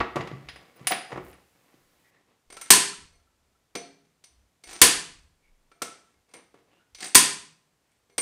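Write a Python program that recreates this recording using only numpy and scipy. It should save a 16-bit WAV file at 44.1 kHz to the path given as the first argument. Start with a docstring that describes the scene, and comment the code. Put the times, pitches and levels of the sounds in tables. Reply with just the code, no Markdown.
"""A garage. First steel tools are put down and nudged on a cluttered bench; then, over an engine bay, a slide hammer's
weight rattles up its rod, slams into the top stop and is lowered onto the bottom stop, three times over.
Each contact is a short crash of noise plus decaying steel modes; sliding and shuffling are swelling, grainy noise.
The garage answers for about half a second over low rumble and room tone; the hardest blows overload the microphone."""
import sys
import numpy as np
from scipy import signal
from scipy.fft import rfft, irfft, next_fast_len
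from scipy.io import wavfile
from scipy.ndimage import uniform_filter1d

SR = 44100
rng = np.random.default_rng(int(sys.argv[2]) if len(sys.argv) > 2 else 0)


def wav_record(signal):
    """Record a signal, one row per channel, as 16-bit PCM in the file named by sys.argv[1]."""
    frames = np.transpose(np.atleast_2d(signal))
    bounded = np.clip(frames, -1, 1)
    # unit amplitude maps onto the largest positive 16-bit level
    quanta = np.round(bounded * 32767).astype(np.int16)
    wavfile.write(sys.argv[1], SR, quanta)


N = 362061


def amp(db):
    """Level: decibels to linear gain."""
    return 10 ** (np.asarray(db) / 20)


def at_hz(points, hz):
    """Spectral envelope: a table interpolated over log frequency."""
    table_hz, values = np.array(points).T
    return np.interp(np.log(hz), np.log(table_hz), values)


def coloured(x, spectrum, low_hz, high_hz):
    """Spectral shaping: weights each bin of x by a spectrum in dB; the band from low to high gets rms 1."""
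    hz = np.maximum(np.arange(len(x) // 2 + 1) * SR / len(x), 1)
    bins = rfft(x) * amp(spectrum(hz))
    in_band = (hz > low_hz) & (hz < high_hz)
    energy = np.sum(np.abs(bins[in_band]) ** 2)
    return irfft(bins, len(x)) * len(x) / np.sqrt(2 * energy)


def hiss(spectrum, low_hz, high_hz, grain_db=0.0):
    """Coloured noise: random samples, made grainy by their uneven sizes."""
    size = next_fast_len(N)
    sizes = amp(grain_db * np.minimum(rng.exponential(1, size), 6))
    noise = sizes * rng.standard_normal(size)
    return coloured(noise, lambda hz: at_hz(spectrum, hz), low_hz, high_hz)[:N]


def swells(rows, peak_at, sharp):
    """Amplitude envelope: every (start, length, dB) rises to its peak and fades as a power of a bent half sine."""
    gain = np.zeros(N)
    bend = np.log(.5) / np.log(peak_at)   # puts the top of the sine at peak_at
    for start_s, length_s, db in rows:
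        at, share = round(start_s * SR), np.linspace(0, 1, round(length_s * SR))
        swell = np.abs(np.sin(np.pi * share ** bend)) ** sharp
        gain[at:at + len(share)] += amp(db) * swell[:N - at]
    return gain


def flutter(rate_hz, depth_db):
    """Random amplitude modulation: an uneven gain, as loose parts touch and let go."""
    r = np.exp(-2 * np.pi * rate_hz / SR)
    slow = signal.lfilter([1], [1, -2 * r, r * r], rng.standard_normal(N))
    return amp(depth_db * slow / np.std(slow))


def ring(clicks, hz, t60):
    """Damped resonator: a unit click sets a decaying sine of height 1 ringing."""
    r, w = amp(-60 / (t60 * SR)), 2 * np.pi * hz / SR
    return signal.lfilter([0, np.sin(w)], [1, -2 * r * np.cos(w), r * r], clicks + 1e-18)


def ringing(strikes, hz, t60, split):
    """Mode splitting: round steel rings in close pairs that beat; loosely held, it wavers, which blurs every tone."""
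    at = np.array([sample for sample, _ in strikes])
    sizes = np.array([size for _, size in strikes])
    first, last = at.min(), min(N, at.max() + SR)
    halves = np.zeros((2, N))   # alternate modes waver separately
    for k in range(len(hz)):
        for twin in range(2):
            clicks = np.bincount(at - first, sizes[:, twin, k], last - first)
            tone = ring(clicks, hz[k] * (1 + split * twin), t60[k])
            halves[k % 2, first:last] += (-1) ** twin * tone
    return sum(flutter(41, 5.8) * half for half in halves)


def even_burst(fade):
    """Spectral flatness: a burst that follows the fade yet holds all pitches equally, like a shower of sharp impacts."""
    burst = fade * rng.standard_normal(len(fade))
    for _ in range(4):   # even out the spectrum, then the envelope, in turn
        bins = rfft(burst)
        flat = irfft(bins / (np.abs(bins) + 1e-12), len(fade))
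        burst = fade * flat / np.sqrt(uniform_filter1d(flat ** 2, size=96) + 1e-20)
    return burst


BUMP_WIDTH = 0.0068     # the crash is louder around each mode: width as share of pitch
SHARE_SPREAD_DB = 3.5   # how differently each contact shares its energy among the modes


def contacts(events, crash, mode_db, mode_hz, shape):
    """Impact excitation: a crash of noise that dies fast and a strike on each mode, both coloured by how it lands."""
    out, strikes = np.zeros(N + 8192), []
    t = np.arange(8192) / SR
    usual = np.mean(events, axis=0)
    rise_s, t60, lift_db = shape
    fade = (1 - np.exp(-t / rise_s)) * np.exp(-np.log(1000) * t / t60)
    close = np.clip(2 - 2 * t / t.mean(), 0, 1)   # brings the tail to zero
    bin_hz = np.arange(len(t) // 2 + 1)[:, None] * SR / len(t)
    away = (bin_hz / mode_hz - 1) / BUMP_WIDTH
    for s, db, bass_db, presence_db, treble_db, ring_db in events:
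        shares_db = mode_db + SHARE_SPREAD_DB * rng.standard_normal((2, len(mode_hz)))   # one row per twin
        bumps = (1 / (1 + away ** 2)) @ amp(shares_db[0] + lift_db) ** 2
        bumps_db = 10 * np.log10(1 + bumps)
        # departure from the usual contact of this kind
        tilt = [(250, bass_db - usual[2]), (1300, 0),
                (4600, presence_db - usual[3]), (10000, treble_db - usual[4])]
        burst = coloured(even_burst(fade), lambda hz: at_hz(crash, hz) + at_hz(tilt, hz) + bumps_db, 600, 2500)
        burst *= np.sqrt(np.mean(fade ** 2)) * close
        at = round(s * SR)
        out[at:at + len(t)] += amp(db - 2.5) * burst
        strength_db = db + ring_db + shares_db + at_hz(tilt, mode_hz)
        strikes.append((round((s + rise_s) * SR), amp(strength_db)))
    return out[:N], strikes


# weight against the top stop: [t/s, level/dB, then bass, presence, treble and ring re that level/dB]
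BLOWS = [(2.704, -0.5, -26.5, 3.9, 4, -6), (4.8155, 0, -28, 1.9, 2, -6), (7.147, -16, -29, 3.9, 3.5, -8),
         (7.1515, -1.5, -27.5, 3.5, 4, -9.5)]
# weight knocking on the rod and the bottom stop: same columns
KNOCKS = [(2.501, -42, -12, -6.5, -12.5, -5.5), (2.524, -41.5, -12.5, -8, -8, -5),
          (2.541, -49, -13, -5.5, -7.5, -4.5), (2.567, -36.5, -17, -8.5, -10, -6),
          (2.612, -35, -28, -5.5, 1.5, -5.5), (3.129, -67, -5, -5.5, -9.5, 10),
          (3.752, -26, -3, -3, -9, -6), (4.049, -64, -10, -6.5, -14, -5), (4.239, -51.5, -17, 5, -0.5, -6),
          (4.637, -46, -12.5, 1.5, -3.5, 1), (4.673, -46.5, -14, -1, -3.5, -5.5),
          (4.709, -41, -13.5, -5, -5.5, -4), (4.729, -39, -13.5, -2.5, 0, -8),
          (4.762, -48, -15, 2, -3.5, -5), (5.715, -50, -17.5, -12, -24.5, 1),
          (5.819, -24.5, -7.5, -3.5, 0.5, -19.5), (6.139, -63.5, -7.5, -14.5, -19.5, -5),
          (6.29, -61, -16, -5.5, -12, -6), (6.312, -65, -15.5, -2, -7.5, -5),
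          (6.337, -40.5, -12.5, -6.5, -6, -4), (6.541, -48.5, -5, -21, -23.5, -7),
          (6.947, -45.5, -21.5, 9, -2, -11), (6.984, -47.5, -13, 2.5, -3.5, -2.5),
          (7.004, -40, -16, 7, -2, -7), (7.042, -34.5, -13.5, 2.5, -0.5, -4.5),
          (8.097, -57.5, -10, -9, -15.5, 1.5), (8.18, -20.5, -12.5, -3.5, -3.5, -3)]
# modes of hammer, rod and engine: [f/Hz, level from a blow/dB, level from a knock/dB, t60/s]
HAMMER_MODES = [(158, -51.5, -45, 0.99), (277, -47.5, -41, 0.54), (403.7, -20.5, -15, 0.19),
                (484, -28.5, -19, 0.15), (692.5, -39.5, -28, 0.37), (1009, -15.5, -29, 0.16),
                (1620, -26.5, -29.5, 0.13), (1756, -20, -30.5, 0.12), (1950, -26, -31, 0.14),
                (2140, -35.5, -17.5, 0.15), (2340, -33, -20, 0.13), (3240, -29, -32, 0.045),
                (3340, -30.5, -33, 0.079), (4350, -25.5, -24.5, 0.36), (4743, -21, -27.5, 0.15),
                (5287, -30.5, -35.5, 0.071), (6000, -30, -21.5, .22), (6070, -67, -43, 0.7),
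                (6450, -25, -31, 0.047), (8145, -59.5, -50, 0.8), (8760, -27.5, -17, 0.22),
                (8465, -21.5, -29, 0.063), (9680, -20, -30.5, 0.17), (10040, -19.5, -28, .13),
                (9602, -32, -22, 0.081), (13280, -26.5, -30, .05)]
# spectrum of a blow's crash: [f/Hz, level per Hz/dB]
BLOW_CRASH = [(18, -49.5), (30, -19), (329, -5), (619, -16.5), (995, -3.5), (1260, -7), (3000, -2),
              (3810, -4.5), (4340, -3.5), (6450, -3), (8390, -0.5), (11200, -9.5), (13800, -6),
              (16200, -24.5)]
# spectrum of a knock's crash: [f/Hz, level per Hz/dB]
KNOCK_CRASH = [(29, -54), (50, -23.5), (398, -2.5), (1210, -6), (1360, -6), (1700, -7), (5950, -7),
               (6870, -13), (8340, -9.5), (12000, -28), (13500, -19.5), (16000, -41.5)]
# crash: (rise s, t60 s, lift around the modes re mode dB)
BLOW_SHAPE, KNOCK_SHAPE = (.0008, 0.04, 26.05), (0.0018, .044, 27)
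HAMMER_SPLIT = 0.01   # detune of each mode's twin, share of its pitch


def hammer():
    """Modal excitation: full strikes on the top stop and light knocks ring the same steel with other shares."""
    hz, blow_db, knock_db, t60 = np.transpose(HAMMER_MODES)
    slam, hard = contacts(BLOWS, BLOW_CRASH, blow_db, hz, BLOW_SHAPE)
    knocks, light = contacts(KNOCKS, KNOCK_CRASH, knock_db, hz, KNOCK_SHAPE)
    return slam + knocks + ringing(hard + light, hz, t60, HAMMER_SPLIT)


def side_noise(steel):
    """Decorrelation: treble noise of opposite sign left and right, its level following the loudness of the steel."""
    loudness = signal.lfilter([.01], [1, -.99], steel ** 2)
    highpass = signal.butter(4, 4000, "high", fs=SR, output="sos")
    treble = signal.sosfilt(highpass, rng.standard_normal(N))
    return amp(-13) * loudness / (loudness + 0.25) * treble * [[1], [-1]]


# weight sliding on the rod: [start t/s, length t/s, level before the mix/dB, top treble re that level/dB]
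SLIDES = [(2.492, 0.43, -50.5, -3.5), (4.617, 0.25, -44.5, -8), (5.71, 0.075, -80, -18),
          (6.018, .13, -69, -3.5), (6.964, 0.17, -37, -2.5), (7.798, .29, -76, -5.5)]
# spectrum of the sliding body: [f/Hz, level per Hz/dB]
SLIDE = [(59, -51.5), (100, -13), (296, -6), (341, 1), (478, -14.5), (719, 0), (1120, -6.5), (1850, -2.5),
         (7000, -7), (9100, -36), (15400, -120)]
SLIDE_PEAK_AT, SLIDE_SHARP = 0.48, 2.1   # share of the stroke at top speed; how pointed the swell is


def slide():
    """Friction excitation: the loose bore chatters on the rod, gritty noise that also stirs the modes."""
    body_rows = [row[:3] for row in SLIDES]
    sheen_rows = [(s, length, db + treble_db) for s, length, db, treble_db in SLIDES]
    sheen_colour = [(5500, -38.0), (7000, 0), (8700, 7.0), (11000, -12.0), (16000, -18.5)]   # Hz, dB
    chatter = flutter(35, 3.0)
    body = chatter * swells(body_rows, SLIDE_PEAK_AT, SLIDE_SHARP)
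    sheen = chatter * swells(sheen_rows, SLIDE_PEAK_AT, SLIDE_SHARP)
    grit = body * hiss(SLIDE, 600, 10000, grain_db=6.5)
    grit += sheen * hiss(sheen_colour, 5200, 15000, grain_db=10.0)
    stirred = sum(amp(db) * ring(grit, hz, t60) for hz, _, db, t60 in HAMMER_MODES)
    return grit + amp(-34.5) * stirred


# the free rod pings sideways: [t/s, level/dB]
PINGS = [(2.574, -44), (2.625, -42.5), (2.93, -47), (3.2, -70), (3.271, -72), (3.4, -76), (3.551, -71.5),
         (3.751, -38), (4.74, -49.5), (5.716, -55.5), (5.818, -35)]
PING_HZ, PING_T60_S = 1332, 0.12


def pings():
    """Beats: two decaying tones 12 Hz apart, struck softly."""
    times_s, levels_db = np.transpose(PINGS)
    strikes = np.zeros(N)
    strikes[[round(s * SR) for s in times_s]] = amp(levels_db)
    pair = ring(strikes, PING_HZ, PING_T60_S) + 0.3 * ring(strikes, PING_HZ + 12, PING_T60_S)
    return flutter(25, 3.0) * pair


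# dull thuds on the bench: [t/s, level/dB, then bass, presence, treble and ring re that level/dB]
THUDS = [(0.002, -15, -19, -16, -45, -29), (0.009, -14.5, -25, -28.5, -50, -31),
         (0.157, -22.5, -6, -9.5, -20.5, -19), (0.165, -16.5, -17, -30, -38, -9.5),
         (0.206, -24, -14.5, -14, -36.5, -4), (0.272, -31.5, -18, -11, -26.5, -22),
         (0.312, -35.5, -11.5, -14, -38, -5), (0.803, -49, -1, -17.5, -25.5, -5.5),
         (1.117, -27.5, -21, -20.5, -36.5, -4.5), (1.126, -29, -10, -21, -34, -6),
         (1.158, -29, -13.5, -28, -40, -30), (1.174, -26.5, -15.5, -26, -36.5, -19),
         (1.739, -55.5, -2, -4.5, -16, -19), (1.794, -66, -7.5, -7.5, -12, -14)]
# steel tools clinking together: same columns
CLINKS = [(0.486, -35, -14, 6, -19, -15.5), (0.559, -42.5, -7.5, -4.5, -15.5, -22),
          (0.759, -62, -20, -6, -9.5, 0), (0.870, -21.5, -23.5, 6, 9.5, -24.5),
          (0.908, -21, -17, -24.5, -10.5, -9.5), (0.919, -15, -10, 1.5, -23, -15.5),
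          (1.329, -51.5, -33, -3, -9, -14)]
# modes of bench top and tools: [f/Hz, level from a thud/dB, level from a clink/dB, t60/s]
BENCH_MODES = [(135, -5.5, -44, 0.36), (367, -0.5, -37, 0.046), (510, -16.5, -24.5, 0.11),
               (728, -17, -5.5, .09), (1153, -14, -17.5, 0.15), (1852, -24.5, -22.5, 0.083),
               (1995, -21.5, -19, 0.2), (2886, -27, -18, 0.092), (4920, -47.5, -20.5, 0.49),
               (5030, -53, -17, 0.24), (6900, -33, -27.5, 0.11), (8640, -59, -26.5, 0.12),
               (8800, -52.5, -22.5, 0.091), (9400, -51.5, -13.5, 0.24), (10600, -58.5, -15, 0.19),
               (15200, -53, -7, 0.054)]
# spectrum of a thud's crash: [f/Hz, level per Hz/dB]
THUD_CRASH = [(35, -47), (60, -17), (157, -5.5), (419, -8), (543, -5), (1290, -10.5), (1520, -17.5),
              (2060, -13), (2210, -16.5), (6970, -38), (16200, -57)]
# spectrum of a clink's crash: [f/Hz, level per Hz/dB]
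CLINK_CRASH = [(59, -47), (100, -16), (2100, 1.5), (8020, -19.5), (9510, -15), (16200, -45.5)]
# crash: (rise s, t60 s, lift around the modes re mode dB)
THUD_SHAPE, CLINK_SHAPE = (.002, 0.046, 15), (0.00056, 0.065, 23)
BENCH_SPLIT = 0.0043   # detune of each mode's twin, share of its pitch


def bench():
    """Modal excitation: thuds wake the bench top, clinks the tools."""
    hz, thud_db, clink_db, t60 = np.transpose(BENCH_MODES)
    thuds, dull = contacts(THUDS, THUD_CRASH, thud_db, hz, THUD_SHAPE)
    clinks, bright = contacts(CLINKS, CLINK_CRASH, clink_db, hz, CLINK_SHAPE)
    return thuds + clinks + ringing(dull + bright, hz, t60, BENCH_SPLIT)


# things shuffling on the bench, hands and sleeves at the engine: [start t/s, length t/s, level before the mix/dB]
SHUFFLE = [(0.3, 0.5, -54), (0.58, 0.16, -57), (0.72, 0.48, -50.5), (1.09, 0.075, -43.5),
           (1.15, .35, -52.5), (1.5, 0.44, -65), (1.82, 0.55, -70), (2.115, 0.15, -67.5),
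           (2.26, 0.15, -64.5), (4.28, 0.094, -74.5), (5.38, 0.15, -87.5), (5.62, 0.071, -75),
           (6.08, 0.082, -70.5), (6.28, 0.12, -64), (6.34, 0.089, -48), (6.54, 0.1, -60.5),
           (6.66, 0.22, -63.5)]
# spectrum of the shuffling: [f/Hz, level per Hz/dB]
SHUFFLE_COLOUR = [(47, -34.5), (80, -7.5), (374, -4), (455, -3), (761, -7), (1150, -8), (1460, -14),
                  (2040, -10.5), (9000, -34), (11700, -68), (19800, -120)]


def shuffle():
    """Friction noise: each movement is a swell of grainy, fluttering noise."""
    gain = swells(SHUFFLE, peak_at=0.29, sharp=1.4)
    return gain * flutter(26, 1.3) * hiss(SHUFFLE_COLOUR, 260, 4000, grain_db=5.5)


# faint narrow scrapes: [start t/s, length t/s, level/dB, f/Hz]
SCRAPES = [(2.04, 0.061, -67, 1970), (2.124, 0.083, -71, 1860), (5.422, 0.09, -74, 2250),
           (6.701, 0.13, -73.5, 2805), (6.78, 0.056, -72.5, 1452), (7.878, 0.11, -80.5, 2200)]
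SCRAPE_WIDTH_HZ = 150


def scrapes():
    """Bandpass resonance: noise through one narrow resonance each."""
    out, white = 0, rng.standard_normal(N)
    r = np.exp(-np.pi * SCRAPE_WIDTH_HZ / SR)
    for s, length, db, hz in SCRAPES:
        tone = signal.lfilter([1, 0, -1], [1, -2 * r * np.cos(2 * np.pi * hz / SR), r * r], white)
        out = out + swells([(s, length, db)], .4, 0.8) * tone / np.std(tone)
    return out


# a thin, bright rustle on the bench: [start t/s, length t/s, level/dB]
RUSTLE = [(0.68, 0.11, -97), (0.8, .07, -78), (1.19, 0.15, -63)]


def rustle():
    """Friction noise: swells of grainy treble."""
    gain = swells(RUSTLE, peak_at=.6, sharp=0.84)
    return gain * hiss([(4000, -27.5), (7000, 0.5), (16000, 5)], 7000, 17000, grain_db=6.5)


# low rumble that swells and fades: [start t/s, length t/s, upper level/dB, deep level/dB]
RUMBLE = [(0.05, 0.69, -58, -93), (0.434, 0.37, -57, -110), (1.114, 0.52, -51, -102), (1.8, .3, -82, -77),
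          (2.45, 0.36, -73, -67.5), (2.944, 0.69, -62, -66), (3.3, .95, -81.5, -82),
          (4.302, 0.42, -66.5, -80), (4.66, 0.22, -67, -63.5), (4.935, 0.15, -57, -57),
          (5.059, 0.58, -60.5, -65), (5.414, 0.61, -91, -65), (6.148, 0.19, -77, -80),
          (6.917, 0.21, -70, -70), (7.301, 0.35, -71, -83)]
# hard contacts shake bench or car body: [t/s, upper level/dB, deep level/dB], before the onset is smoothed
THUMPS = [(0.0, -33.5, -76), (2.704, -45.5, -52.5), (3.752, -61, -69), (4.815, -35, -41.5),
          (5.819, -58, -80), (7.15, -49, -48), (8.18, -68, -83)]
THUMP_T60_S, THUMP_RISE_S = 0.18, 0.0082
UPPER_BED_DB, DEEP_BED_DB = -86.5, -97


def rumble():
    """Low-frequency noise: two layers, each a steady bed with swells and exponentially dying thumps."""
    upper_colour = [(20, -79.5), (34, -44), (50, -1.5), (68, 3.5), (110, -10.0), (200, -43.5), (500, -110)]
    deep_colour = [(10, -19.0), (20, -1.5), (38, -4), (60, -32.0), (200, -110)]
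    upper = hiss(upper_colour, 45, 150)
    deep = hiss(deep_colour, 13, 42)
    thump_at = [round(row[0] * SR) for row in THUMPS]
    out = 0
    for k, (noise, bed_db) in enumerate([(upper, UPPER_BED_DB), (deep, DEEP_BED_DB)]):
        kicks = np.bincount(thump_at, [amp(row[k + 1]) for row in THUMPS], N)
        thumps = signal.lfilter([1], [1, -amp(-60 / (THUMP_T60_S * SR))], kicks + 1e-18)
        thumps = uniform_filter1d(thumps, size=round(THUMP_RISE_S * SR) + 1)
        swell = swells([(*row[:2], row[k + 2]) for row in RUMBLE], peak_at=0.16, sharp=4.2)
        out = out + (amp(bed_db) + swell + thumps) * noise
    return out


# spectrum of the room tone: [f/Hz, level per Hz/dB]
QUIET = [(59, -35), (100, -2.5), (1150, -12), (1360, -13.5), (3780, -17.5), (8280, -20), (16000, -29.5)]
QUIET_DB = -73.5


def room_tone():
    """Stationary noise: the steady background of the room."""
    return amp(QUIET_DB) * hiss(QUIET, 150, 16000)


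EARLY_HISS_DB, EARLY_HISS_END_S = -74, 2.105


def early_hiss():
    """Gated noise: a faint, steady treble hiss that stops at 2.105 s."""
    on = np.arange(N) < EARLY_HISS_END_S * SR
    return amp(EARLY_HISS_DB) * on * hiss([(1500, -0.5), (5000, -5), (16000, -7.5)], 6000, 20000)


# reverberation time of the garage: [f/Hz, t60/s]
GARAGE_T60 = [(60, 0.076), (150, 0.59), (400, 0.43), (1500, 0.47), (4000, 0.46), (7000, .41), (9000, 0.39),
              (11200, 0.32), (13500, 0.15), (16000, 0.18)]
GARAGE_DB = -5.5


def garage(x):
    """Reverberation: convolution with dense echoes that die band by band."""
    t = np.arange(SR) / SR
    edges = np.geomspace(25, 20000, 64).astype(int)
    white, echoes = rfft(rng.standard_normal(SR)), 0
    for low, high in zip(edges, edges[1:]):
        band = np.zeros_like(white)
        band[low:high] = white[low:high]   # one bin a hertz
        t60 = at_hz(GARAGE_T60, np.sqrt(low * high))
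        echoes = echoes + irfft(band, SR) * np.exp(-np.log(1000) * t / t60)
    echoes = echoes * np.clip(t / 0.0025, 0, 1)   # the echoes build up over 2.5 ms
    echoes /= np.sqrt(np.sum(echoes ** 2))
    return amp(GARAGE_DB) * signal.fftconvolve(x, echoes)[:N]


def scene():
    """Superposition: steel and small sounds with their reverberation, over rumble, rustle, hiss and room tone."""
    steel = hammer()
    small = bench() + pings() + scrapes() + amp(-6.0) * slide() + amp(-6) * shuffle()
    highpass = signal.butter(2, 95, "high", fs=SR, output="sos")
    near = signal.sosfilt(highpass, steel + small)
    floor = rumble() + rustle() + room_tone() + early_hiss()
    return near + garage(near) + floor + side_noise(steel)


CUTOFF_HZ = 16500


def record(dry):
    """Saturation and band limiting: the hardest peaks of the centre are flattened, the top is cut."""
    mid = dry.mean(axis=0)
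    side = dry - mid
    flat = side + mid / (1 + np.abs(mid / .8) ** 6) ** (1 / 6)
    lowpass = signal.cheby2(14, 70, CUTOFF_HZ, fs=SR, output="sos")
    return np.clip(signal.sosfilt(lowpass, flat), -1, 1)


dry = scene()
out = record(dry)
wav_record(out)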